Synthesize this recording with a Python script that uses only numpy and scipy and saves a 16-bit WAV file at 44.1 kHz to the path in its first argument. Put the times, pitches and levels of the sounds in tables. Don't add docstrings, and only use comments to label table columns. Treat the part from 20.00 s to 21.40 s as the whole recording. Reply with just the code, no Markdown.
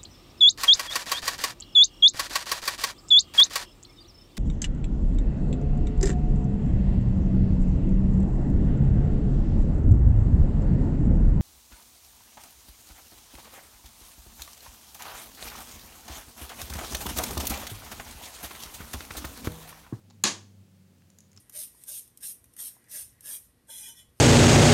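import sys
import numpy as np
from scipy import signal
from scipy.fft import rfft, irfft
from scipy.io import wavfile

SR = 44100
rng = np.random.default_rng(int(sys.argv[2]) if len(sys.argv) > 2 else 0)


def materialize(psi):
    bounded = np.clip(np.atleast_2d(psi).T, -1, 1)
    quanta = np.round(bounded * 32767).astype(np.int16)
    wavfile.write(sys.argv[1], SR, quanta)


N = 61739
TIME_S = np.arange(N) / SR
BIN_HZ = np.arange(N // 2 + 1) * SR / N

# time_s, pitch_hz, fundamental_db, octave_db
HUM_TRACK = [(0, 96.5, -57.5, -71.5), (0.15, 101.2, -57, -74.5), (0.36, 100.6, -54.5, -70.5),
             (0.53, 98.8, -53, -60.5), (0.72, 96.2, -62, -64.5), (0.86, 94.5, -61.5, -61.5),
             (0.95, 91.27, -63, -66), (1.31, 91.5, -67, -94), (1.39, 100.7, -57, -73)]
# freq_hz, density_db
HISS_SPECTRUM = [(25, 14.5), (60, 8.5), (150, 6.5), (400, 3.5), (700, 2), (1200, 0.5), (3000, 0),
                 (7000, -2.5), (15500, -6.5)]
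# freq_hz, density_db
RUMBLE_SPECTRUM = [(70, -25), (125, -2.5), (160, 1), (230, -2), (280, -12.5), (380, -14), (700, -24.5),
                   (2000, -50)]
# start_s, body_db, knock_db, tick_db, ring_db, top_db, t60_s
TOUCHES = [(0.101, -62, -77, -59.5, -62.5, -92, 0.04), (0.107, -56, -64, -56.5, -64.5, -85, .025),
           (0.984, -74.5, -78, -83, -62, -83.5, 0.0085), (1.021, -75, -59.5, -65.5, -80, -78, 0.011),
           (1.102, -72, -65, -60.5, -55, -58.5, 0.015), (1.1862, -73, -62.5, -55.5, -47, -53, 0.018),
           (1.2055, -80, -76, -65.5, -51, -54.5, 0.013), (1.317, -82, -77, -70, -55, -65.5, 0.012),
           (1.331, -72, -57.5, -63, -54, -61.5, 0.0089), (1.3636, -59, -62, -58, -54.5, -69, 0.024),
           (1.3776, -58, -53.5, -59, -52.5, -74, 0.013)]
# low_hz, high_hz
TOUCH_BANDS = [(760, 1100), (1250, 2900), (3600, 5700), (5900, 7500), (8500, 12310)]
# start_s, gain_db
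SNAP_CONTACTS = [(0.2376, -17), (0.2380, -2), (0.2386, -5), (0.2393, -1)]
# freq_hz, gain_db, t60_s
LEVER_MODES = [(6370, -8, .03), (6780, -4.5, .018), (6910, -7, .01), (7450, -6.5, .01), (8530, -19, .015),
               (10140, -13.5, 0.016), (10970, -21.5, 0.016)]
# freq_hz, gain_db, t60_s
BOX_MODES = [(203.5, -4.5, 0.14), (318.8, -16, .07), (560, -15.5, .025), (1050, -2.5, 0.027),
             (1710, -4.5, 0.044), (2783, 0, .02), (3840, 1.5, 0.016), (4200, 4.5, .022), (5330, -5, .02)]
# freq_hz, density_db
CLATTER_SPECTRUM = [(100, -29), (300, -8), (600, 0.5), (1000, -4), (1400, -4.5), (2000, -2), (3000, 2),
                    (4100, 3.5), (5600, -2.5), (8000, -9), (10500, -18), (12500, -13.5), (16000, -46.5)]
# delay_s, gain_db
REFLECTIONS = [(.0036, -12), (.0062, -21.5), (0.0136, -9.5), (.0160, -13), (.0385, -15)]
# freq_hz, gain_db
ROOM_COLOUR = [(70, -22.5), (120, -6), (165, 5), (210, 10.5), (260, 0), (320, 5), (550, -3.5), (800, -1.5),
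               (1080, 3.5), (1350, -7), (1700, 1), (2000, -3.5), (2800, -1.5), (4000, 0.5), (5600, -0.5),
               (6650, 3.5), (8000, -6.5), (10300, -14), (12500, -28), (15000, -41.5)]
# freq_hz, t60_s
ROOM_DECAY = [(150, 0.16), (400, .3), (1000, .24), (3000, .23), (7000, .23), (14000, .2)]

END_STOP_S = 0.2393


def from_db(db):
    return 10 ** (np.asarray(db) / 20)


def unit_rms(x):
    return x / np.sqrt(np.mean(x ** 2) + 1e-20)


def at_hz(table, hz):
    freq_hz, value = np.transpose(table)
    return np.interp(np.log(hz + 1e-9), np.log(freq_hz), value)


def coloured_noise(spectrum):
    return unit_rms(irfft(rfft(rng.standard_normal(N)) * from_db(at_hz(spectrum, BIN_HZ)), N))


def band_noise(low_hz, high_hz):
    sos = signal.butter(3, [low_hz, high_hz], "band", fs=SR, output="sos")
    return unit_rms(signal.sosfilt(sos, rng.standard_normal(2 * N))[N:])


def waver(low_hz, high_hz):
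    return unit_rms(irfft(rfft(rng.standard_normal(N)) * (BIN_HZ > low_hz) * (BIN_HZ < high_hz), N))


def decay(start_s, t60_s):
    return (TIME_S >= start_s) * from_db(-60 * np.maximum(TIME_S - start_s, 0) / t60_s)


def ring(start_s, freq_hz, t60_s):
    return decay(start_s, t60_s) * np.sin(2 * np.pi * freq_hz * (TIME_S - start_s))


def hum(waver_db=2.5, whine_hz=540, whine_db=-84):
    time_s, *columns = np.transpose(HUM_TRACK)
    pitch_hz, fundamental_db, octave_db = [np.interp(TIME_S, time_s, c) for c in columns]
    phase = 2 * np.pi * (np.cumsum(pitch_hz) / SR + rng.random())
    fundamental = from_db(fundamental_db + waver_db * waver(low_hz=2.9, high_hz=11)) * np.sin(phase)
    octave = from_db(octave_db) * np.sin(2 * phase)
    whine = from_db(whine_db) * np.sin(2 * np.pi * whine_hz * TIME_S)
    return np.sqrt(2) * (fundamental + octave + whine)


def air(hiss_db=-69, rumble_db=-61.5, follow_share=0.33):
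    time_s, _, hum_db, _ = np.transpose(HUM_TRACK)
    swing_db = follow_share * np.interp(TIME_S, time_s, hum_db - hum_db.mean())
    hiss = from_db(hiss_db) * coloured_noise(HISS_SPECTRUM)
    rumble = from_db(rumble_db + swing_db) * coloured_noise(RUMBLE_SPECTRUM)
    return hiss + rumble


def handling(tap_db=-38):
    out = from_db(tap_db) * ring(start_s=1.3751, freq_hz=5340, t60_s=.01)
    for k, edges_hz in enumerate(TOUCH_BANDS):
        envelope = sum(from_db(band_db[k]) * decay(start_s, t60_s)
                       for start_s, *band_db, t60_s in TOUCHES)
        out += band_noise(*edges_hz) * envelope
    return out


def lever(ring_db=-15.5, crack_db=-18.5, crack_t60_s=.0036):
    ringing = np.zeros(N)
    for freq_hz, gain_db, t60_s in LEVER_MODES:
        swing = sum(from_db(gain_db + hit_db) * decay(hit_s, t60_s) for hit_s, hit_db in SNAP_CONTACTS)
        ringing += swing * np.sin(2 * np.pi * freq_hz * (TIME_S - END_STOP_S))
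    bursts = sum(from_db(hit_db) * decay(hit_s, crack_t60_s) for hit_s, hit_db in SNAP_CONTACTS)
    crack = band_noise(low_hz=2000, high_hz=16000) * bursts
    return from_db(ring_db) * ringing + from_db(crack_db) * crack


def box(knock_db=-21.5, clatter_db=-16.5, build_cycles=.7):
    out = from_db(clatter_db) * coloured_noise(CLATTER_SPECTRUM) * decay(END_STOP_S, t60_s=.035)
    age_s = np.maximum(TIME_S - END_STOP_S, 0)
    for k, (freq_hz, gain_db, t60_s) in enumerate(BOX_MODES):
        build = 1 - np.exp(-age_s * freq_hz / build_cycles)
        out += (-1) ** k * from_db(knock_db + gain_db) * build * ring(END_STOP_S, freq_hz, t60_s)
    return out


def echoes(x, cutoff_hz=8000):
    dull = signal.sosfilt(signal.butter(4, cutoff_hz, fs=SR, output="sos"), x)
    return sum(from_db(gain_db) * np.interp(TIME_S - delay_s, TIME_S, dull, left=0)
               for delay_s, gain_db in REFLECTIONS)


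def room(x, gain_db=-1.5, onset_s=.0066, hold_s=.03, late_db=-21, late_t60_s=.52):
    centres_hz = np.geomspace(100, 16000, 12)
    white = rfft(rng.standard_normal(N))
    colour = from_db(at_hz(ROOM_COLOUR, BIN_HZ))
    age_s = np.maximum(TIME_S - onset_s - hold_s, 0)
    late = from_db(late_db - 60 * age_s / late_t60_s)
    response = np.zeros(N)
    for centre_hz, weights in zip(centres_hz, np.eye(len(centres_hz))):
        triangle = at_hz(np.c_[centres_hz, weights], BIN_HZ)
        band = irfft(white * triangle * colour, N)
        main = from_db(-60 * age_s / at_hz(ROOM_DECAY, centre_hz))
        response += band * (main + late)
    response *= (TIME_S > onset_s) * from_db(gain_db) / np.sqrt(hold_s * SR)
    return signal.fftconvolve(x, response)[:N]


def scene(pulse_db=11, snap_send_db=-18.5, touch_send_db=-11):
    snap = lever() + box()
    touches = handling()
    pulse = from_db(pulse_db) * (np.arange(N) == int(END_STOP_S * SR))
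    tail = room(pulse + from_db(snap_send_db) * snap + from_db(touch_send_db) * touches)
    return (snap + echoes(snap) + touches + tail + hum() + air())[None]


def record(dry, low_cut_hz=70, high_cut_hz=15900, overload_level=.4):
    thin = signal.sosfilt(signal.butter(4, low_cut_hz, "high", fs=SR, output="sos"), dry)
    rounded = thin / (1 + (thin / overload_level) ** 4) ** (1 / 4)
    return signal.sosfilt(signal.ellip(10, .1, 80, high_cut_hz, fs=SR, output="sos"), rounded)


dry = scene()
out = record(dry)
materialize(out)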